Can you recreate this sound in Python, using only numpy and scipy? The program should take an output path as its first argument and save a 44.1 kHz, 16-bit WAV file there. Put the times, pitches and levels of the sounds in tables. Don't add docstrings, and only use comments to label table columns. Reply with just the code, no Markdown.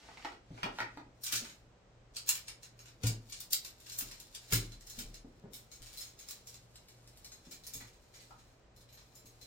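import sys
import numpy as np
from scipy import signal
from scipy.io import wavfile

SR = 44100
rng = np.random.default_rng(int(sys.argv[2]) if len(sys.argv) > 2 else 0)


def put_to_file(sound):
    columns = np.atleast_2d(sound).T
    safe = np.clip(columns, -1, 1)
    whole_steps = np.round(safe * 32767)
    wavfile.write(sys.argv[1], SR, whole_steps.astype(np.int16))


def undo_db(level):
    steps = np.asarray(level, float) / 20
    return 10 ** steps


N = 417186

# (time [s], peak [dB], low share [dB], high share [dB], fade [s])
TUBE_SNAPS = [(1.2685, -25.5, -0.5, 1.5, 0.02), (1.3275, -22, 10.5, 11, 0.018),
              (1.3592, -19.5, -23, -1, 0.02), (1.4498, -41, 14.5, 2, 0.014), (2.1679, -22, -8, -15, 0.0031),
              (2.2919, -13.5, 1, 8.5, 0.004), (2.3547, -32.5, 6.5, 11.5, 0.015),
              (2.4843, -26, -1, -22, 0.0031), (3.036, -31.5, 8.5, -2, 0.028),
              (3.0699, -19.5, -24, 4, 0.012), (3.324, -32, -6, -38, 0.046), (3.4053, -34, -5, 9, 0.016),
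              (3.5306, -18.5, -9, 9, 0.0022), (3.5328, -14.5, -12.5, 12, 0.0022),
              (3.8975, -33, -3, 2, 0.006), (3.9865, -33.5, 5, 24, 0.018), (4.0089, -37, 14.5, 20, 0.0078),
              (4.349, -31, -5.5, -7.5, 0.017), (4.5253, -22, 13, 11, 0.0071),
              (4.5356, -18.5, -6, 15, 0.0055), (4.5544, -30.5, 2, 20, 0.0097),
              (4.991, -29, 0.5, 7.5, 0.013), (6.3096, -36.5, 4, 14, 0.0054),
              (7.6728, -35, 2.5, 12.5, 0.0075)]
# (time [s], peak [dB], brightness [dB])
TUBE_TICKS = [(1.4994, -44.5, -18), (2.1854, -54, 16), (2.5024, -59, 6), (2.6324, -38.5, -1),
              (2.6564, -50, -13), (2.8579, -44.5, -20), (2.8848, -48.5, -24), (3.2994, -46.5, -5),
              (3.8018, -48, 3), (4.2004, -40.5, 6), (4.7222, -44, -13), (4.8105, -45.5, -1.5),
              (4.8713, -40.5, 8), (4.9013, -38, 10), (5.1447, -40.5, -1), (5.7574, -50, 0),
              (5.8267, -41, 2), (5.8676, -40.5, -1), (5.9374, -45, 7), (6.2871, -36.5, 8), (6.5435, -42, 1),
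              (6.7575, -45, -5), (7.0758, -49, 3), (7.1731, -49, 9), (7.457, -48.5, -8), (7.6425, -45.5, 4),
              (7.875, -48, -4), (7.9374, -54.5, -4), (8.3933, -51, -13), (8.8134, -49.5, -2)]
# (time [s], peak [dB], brightness [dB])
JOINT_SLIDES = [(1.2396, -31.5, 13), (2.2754, -46, 5), (2.7926, -45.5, -14), (3.6476, -36, -4),
                (3.8661, -46.5, -21), (3.92, -38, 2), (4.1131, -39, -13.5), (5.5408, -37.5, 9),
                (5.7229, -43.5, 1), (5.9808, -38.5, 9), (6.0144, -36, 6), (6.1908, -41.5, 0),
                (6.4717, -41, 8), (6.8853, -49.5, 0), (7.2464, -43.5, 6), (7.3194, -45, -4),
                (7.5163, -38, 7), (7.7418, -36.5, 12), (7.8074, -43.5, -10.5), (8.1459, -44, -9),
                (8.2034, -50, -26), (8.7685, -56, 10.5), (8.8942, -54, -11), (8.9314, -50.5, -3),
                (8.9794, -51, -26), (9.1581, -48, 5), (9.2618, -50, 7.5), (9.4185, -45.5, 3.5)]
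# (time [s], level
# [dB], hold [s])
METAL_GRIT = [(1.41, -54.5, 0.01), (2.3, -67, 0.14), (2.4, -79.5, 3), (3.3, -64, 0.1),
              (3.88, -57.5, 0.15), (4.05, -56, 0.023), (4.25, -66, 0.067), (4.56, -48, 0.0053),
              (4.95, -57, 0.062), (5.6, -73.5, 2.91), (5.9, -59.5, 0.16), (6.28, -58, 0.045),
              (6.53, -64, 0.014), (7.1, -72.5, 0.67), (7.71, -65, 0.015), (8.2, -66.5, 0.093),
              (9.0, -72.5, 0.66)]
# (pitch [Hz], level [dB], T60 [s])
TUBE_MODES = [(2350, -13, .03), (3350, -11, .03), (4060, -3, .035), (4290, -8, .03), (5190, -7, .03),
              (5735, -5, .03), (6520, 0, .045), (7350, -6, .025), (7980, -6, .05), (9460, -5, .05),
              (12650, -5, .04), (12770, -3, .05), (15130, -6, .02)]
CRACK_EDGES_HZ = (900, 3600, 9000, 19800)
# (time [s], peak [dB], low share [dB], top share [dB], fade [s])
BUNDLE_CLACKS = [(0.088, -46.5, 1.5, -14, 0.008), (0.173, -50.5, 3, 10, 0.015),
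                 (0.225, -50, -5, 17, 0.0052), (0.248, -33.5, 9, 6.5, 0.011), (0.321, -55.5, 17, 17, 0.013),
                 (0.577, -39, -22, -2, 0.0046), (0.632, -26, -23, 8.5, 0.0062),
                 (0.66, -36, 12, -4.5, 0.0059), (0.787, -26.5, -22, -1, 0.0079),
                 (0.803, -25.5, -9.5, 0.5, 0.0087), (0.973, -37, 4, -1, 0.0033),
                 (7.811, -48, 2.5, 6, 0.0064), (8.313, -47, 6, 1.5, 0.003)]
# (pitch [Hz], level [dB], T60 [s])
BUNDLE_MODES = [(880, -4, .025), (1020, 1, .025), (1223, 3, .025), (1440, -3, .025), (1580, -3, .025),
                (1910, -2, .025), (2560, -8, .03), (3650, -10, .03)]
# (time [s], level [dB], hold [s])
SLEEVE_BRUSHES = [
    (0.0, -63, 0.28),
    (0.22, -63.5, 0.036),
    (0.59, -61.5, 0.013),
    (0.778, -58.5, 0.015),
    (0.9, -72.5, 0.081),
]
# (low [Hz], high [Hz])
CLOTH_BAND_HZ = (190, 6600)
# (time [s], peak [dB], panel pitch [Hz], panel level [dB], sway level [dB])
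TABLE_THUMPS = [(0.506, -45.5, 186, -42.5, -67), (0.631, -45.5, 196, -39, -50.5),
                (0.799, -43, 310, -40.5, -81), (0.972, -65, 280, -46.5, -67),
                (1.33, -45, 323, -44.5, -70.5), (1.411, -65, 232, -44, -75),
                (3.036, -19.5, 195, -30.5, -49.5), (4.023, -54, 280, -48.5, -55),
                (4.527, -22, 180, -33, -45), (4.98, -59, 244, -43, -50), (5.051, -54, 194, -48.5, -51.5),
                (5.247, -65, 272, -46.5, -77), (5.439, -56, 232, -41.5, -86), (5.806, -48, 272, -67, -55),
                (7.472, -72, 276, -50.5, -72), (7.749, -45.5, 260, -49.5, -59), (7.818, -50, 246, -59, -63),
                (9.246, -62, 304, -57, -73)]
# (pitch [Hz], level [dB], T60 [s])
BOARD_MODES = [(66, -10, .18), (112, 0, .42), (121, -3, .3), (194, -14, .2), (275, -12, .2), (299, -15, .1),
               (452, -16, .1), (506, -16, .1)]
# (pitch [Hz], level [dB], T60 [s])
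TABLE_SWAY = [(36, 3.5, 0.97)]
# (lag [s], level [dB])
BOARD_AT_LEFT = (0.00013, 0.86)
# (from time [s], lag [s], level [dB])
HAND_PLACES = [(0, .00002, -1.3), (0.449, -0.00047, -1), (0.749, .0001, 0.5), (1.1, -0.0035, -0.5),
               (2.0, -0.0012, -0.5), (2.899, -0.00086, 2), (3.45, 0.0011, 2.5), (4.4, -0.0022, -1),
               (5.4, -0.0067, 0.3), (6.1, -0.00081, 0.3), (6.6, -.0001, 2), (7.4, -0.0051, -1),
               (8.0, -0.0052, -0.5), (8.6, -0.0046, 0.8)]
# (frequency [Hz], T60 [s])
ROOM_DECAY = [(100, 0.91), (500, 0.27), (2000, 0.31), (6000, 0.22), (15000, 0.15)]
# (frequency [Hz], level [dB per Hz])
AIR_SPECTRUM = [(15, -43), (25, -6.5), (55, -3.5), (81, -10.5), (125, -10.5), (254, -16.5), (527, -15),
                (760, -19), (818, -20.5), (2840, -30), (3450, -31.5), (8500, -36.5), (16000, -38)]
# (frequency [Hz], likeness [-1 to 1])
AIR_LIKENESS = [(60, 0.89), (240, 0.96), (950, 0.22), (3770, 0.017), (15000, 0.02)]
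# (pitch [Hz], width [Hz], level [dB])
MAINS_HUM = (119, 3.3, -67.5)
# (centre [Hz], width [Hz], depth [0-1])
MIC_PORT_DIP = (10230, 5870, 0.56)

SNAP_RING_DB, TICK_RING_DB, SLIDE_RING_DB = -7.5, -2.5, 4.5
TICK_FADE_S, SLIDE_FADE_S = 0.017, 0.037
DULL_BODY = 0.39
SHAKE_RISE_DB_PER_S, SHAKE_FALL_DB_PER_S = 117, 127.5
BRUSH_RISE_DB_PER_S, BRUSH_FALL_DB_PER_S = 128, 158
SETTLE_S, HEAVY_SETTLE_S, HEAVY_DB = 0.055, 0.077, -34
ROOM_DB, ROOM_WIDE_HZ = 0.5, 520
AIR_DB = -63
AIR_EDGE_HZ, AIR_ABOVE_DB = 8700, -21
CUTOFF_HZ = 15900


def tubes():
    s, peak_db, low_db, high_db, ring_db, fade = contacts()
    at, sizes = rattle(s, fade, lead_s=0.014, lead_db=-6.0, spread_db=6.5, count=200)
    blow_db = peak_db + 8.0
    grit = (rng.random(N) < 3000 / SR) * undo_db(6.2 * np.minimum(rng.exponential(1, N), 4))
    grit = grit * rng.choice([-1, 1], N)
    shaking = strokes(METAL_GRIT, SHAKE_RISE_DB_PER_S, SHAKE_FALL_DB_PER_S)
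    grit = undo_db(3) * shaking * rms_one(grit)
    parts = [(low_db - 11.0, -10), (0 * s, 0), (high_db - 11, -10)]  # (blow dB, shiver dB)
    clicks = [train(at, sizes, blow_db + db) + undo_db(shiver_db) * grit for db, shiver_db in parts]
    crack = split(clicks, CRACK_EDGES_HZ)
    rings = struck(TUBE_MODES, at, sizes, blow_db + ring_db - 35, spread_db=6, drive=undo_db(-36) * grit)
    thin = signal.butter(2, 800, "high", fs=SR, output="sos")
    return signal.sosfilt(thin, crack + rings)


def contacts():
    hard = [(s, db, low, high, SNAP_RING_DB, fade) for s, db, low, high, fade in TUBE_SNAPS]
    ticks = [(s, db, -DULL_BODY * bright, bright, TICK_RING_DB, TICK_FADE_S)
             for s, db, bright in TUBE_TICKS]
    slides = [(s, db, -DULL_BODY * bright, bright, SLIDE_RING_DB, SLIDE_FADE_S)
              for s, db, bright in JOINT_SLIDES]
    return np.transpose(hard + ticks + slides)


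def bundle():
    s, peak_db, low_db, top_db, fade = np.transpose(BUNDLE_CLACKS)
    at, sizes = rattle(s, fade, lead_s=0.01, lead_db=-13.5, spread_db=7.0, count=200)
    blow_db = peak_db + 18.5
    shares_db = (low_db - 6.5, 0, top_db - 15, top_db - 34)
    clicks = [train(at, sizes, blow_db + db) for db in shares_db]
    crack = split(clicks, (250, 800, 1550, 4600, 15000))
    hollow = struck(BUNDLE_MODES, at, sizes, blow_db - 40, spread_db=4)
    cloth = rng.standard_normal(N) * undo_db(1.8 * rng.standard_normal(N // 64 + 1)).repeat(64)[:N]
    brushing = strokes(SLEEVE_BRUSHES, BRUSH_RISE_DB_PER_S, BRUSH_FALL_DB_PER_S)
    return crack + hollow + brushing * rms_one(band(cloth, *CLOTH_BAND_HZ))


def table_top():
    s, peak_db, panel_hz, panel_db, sway_db = np.transpose(TABLE_THUMPS)
    fade = np.where(peak_db > HEAVY_DB, HEAVY_SETTLE_S, SETTLE_S)
    at, sizes = rattle(s, fade, lead_s=0.012, lead_db=-3, spread_db=-1, count=30)
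    first_at, first_size = at[:, :1], sizes[:, :1]
    board = struck(BOARD_MODES, first_at, first_size, peak_db - 6, spread_db=1.5)
    board = board + struck(TABLE_SWAY, first_at, first_size, sway_db - 1.5, spread_db=3.5)
    panels = sum(ring(train(at[[k]], sizes[[k]], panel_db[[k]] - 6), hz, .045)
                 for k, hz in enumerate(panel_hz))
    soft = signal.butter(2, 450, fs=SR, output="sos")
    body = band(train(at, sizes, panel_db + 25.5), 110.0, 418)
    return signal.sosfilt(soft, board + panels), body


def rattle(times, fade, lead_s, lead_db, spread_db, count):
    when = .12 * rng.random((len(times), count)) ** 2 * (np.arange(count) > 0)
    when[:, 4::5] *= -.25
    luck = rng.standard_normal((len(times), count))
    after = np.exp(-np.abs(when) / np.clip(fade, 1e-3, 1)[:, None])
    before = undo_db(lead_db) * np.exp(-np.abs(when) / lead_s)
    shape = np.where(when < 0, before, after)
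    sizes = shape * undo_db(-spread_db * np.abs(luck)) * np.sign(luck)
    sizes[:, 0] = 1.1
    at = ((times[:, None] + when) * SR).astype(int)
    return np.clip(at, 0, N - 1), sizes


def train(at, sizes, level_db):
    return np.bincount(at.ravel(), (sizes * undo_db(level_db)[:, None]).ravel(), N)


def struck(modes, at, sizes, level_db, spread_db, drive=0.):
    luck = np.clip(rng.standard_normal((len(at), len(modes))), -3, 1.3)
    out = 0
    for k, (hz, db, t60) in enumerate(modes):
        clicks = train(at, sizes, level_db + spread_db * luck[:, k]) + drive
        out = out + (-1) ** k * undo_db(db) * ring(clicks, hz, t60)
    return out


def ring(clicks, hz, t60):
    r = undo_db(-60 / (max(t60, .005) * SR))
    w = 2 * np.pi * hz / SR
    return signal.lfilter([0, np.sin(w)], [1, -2 * r * np.cos(w), r * r], clicks + 1e-18)


def strokes(rows, rise_db_per_s, fall_db_per_s):
    t = np.arange(0, N, 64)[None] / SR
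    s, level_db, hold = np.transpose(rows)[:, :, None]
    loss_db = rise_db_per_s * np.maximum(s - t, 0) + fall_db_per_s * np.maximum(t - s - hold, 0)
    return undo_db(np.interp(np.arange(N) / SR, t[0], np.max(level_db - loss_db, axis=0)))


def split(trains, edges_hz):
    return sum((-1) ** k * band(x, edges_hz[k], edges_hz[k + 1]) for k, x in enumerate(trains))


def band(x, low_hz, high_hz):
    sos = signal.butter(2, [low_hz, min(high_hz, .45 * SR)], "band", fs=SR, output="sos")
    return signal.sosfilt(sos, x + 1e-18)


def rms_one(x):
    return x / np.sqrt(np.mean(x ** 2) + 1e-20)


def at_hz(points, hz):
    table_hz, values = np.array(points).T
    return np.interp(np.log(hz), np.log(table_hz), values)


def ports(x, lag_s, left_db):
    return np.array([undo_db(left_db) * np.roll(x, round(lag_s * SR)), x])


def placed(near, sent):
    out = np.zeros((2, N + SR))
    starts = [int(s * SR) for s, _, _ in HAND_PLACES] + [N]
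    for first, last, (_, lag_s, left_db) in zip(starts, starts[1:], HAND_PLACES):
        echoes = room(sent[first:last])
        out[:, first:first + echoes.shape[1]] += echoes
        out[:, first:last] += ports(near[first:last], lag_s, left_db)
    return out[:, :N]


def room(x, first_s=0.0032):
    t = np.arange(SR // 3) / SR
    edges = 160 * 2 ** np.arange(0, 8.)
    white = rng.standard_normal((2, len(t)))
    fades = [undo_db(-60 * t / at_hz(ROOM_DECAY, hz)) for hz in np.sqrt(2) * edges[:-1]]
    mid, side = split([white * fade for fade in fades], edges) * (t > first_s)
    side = signal.sosfilt(signal.butter(4, ROOM_WIDE_HZ, "high", fs=SR, output="sos"), side)
    tail = np.array([mid + side, mid - side])
    tail = tail / np.sqrt(np.sum(tail ** 2) / 2)
    return undo_db(ROOM_DB) * signal.fftconvolve(x[None], tail, axes=1)


def air():
    out = 0
    edges = 20 * 2 ** np.arange(0, 9.8, 1 / 3)
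    white = rng.standard_normal((2, 2, N))
    for k, (low, high) in enumerate(zip(edges, edges[1:])):
        mid, side = band(white[k % 2], low, high)
        centre_hz = np.sqrt(low * high)
        alike = np.clip(at_hz(AIR_LIKENESS, centre_hz), -1, 1)
        stereo = np.sqrt(1 + alike) * mid + np.sqrt(1 - alike) * side * [[1], [-1]]
        out = out + undo_db(at_hz(AIR_SPECTRUM, centre_hz)) * stereo
    below = signal.sosfiltfilt(signal.butter(16, AIR_EDGE_HZ, fs=SR, output="sos"), out)
    out = below + undo_db(AIR_ABOVE_DB) * (out - below)
    hz, width_hz, hum_db = MAINS_HUM
    hum = band(rng.standard_normal(N), hz - width_hz / 2, hz + width_hz / 2)
    return undo_db(AIR_DB) * rms_one(out) + undo_db(hum_db) * rms_one(hum)


def scene():
    metal = bundle() + tubes()
    board, body = table_top()
    return placed(metal, metal + body) + ports(board + body, *BOARD_AT_LEFT) + air()


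def top_cut(x):
    return signal.sosfilt(signal.butter(12, 16980, fs=SR, output="sos"), x)


def record(dry):
    hz, width_hz, depth = MIC_PORT_DIP
    dip = signal.lfilter(*signal.iirpeak(hz, hz / width_hz, fs=SR), dry)
    dry = dry - np.clip(depth, 0, 1) * dip
    dry = signal.sosfilt(signal.ellip(8, .5, 55, CUTOFF_HZ, fs=SR, output="sos"), dry)
    return top_cut(dry)


dry = scene()
out = record(dry)
put_to_file(out)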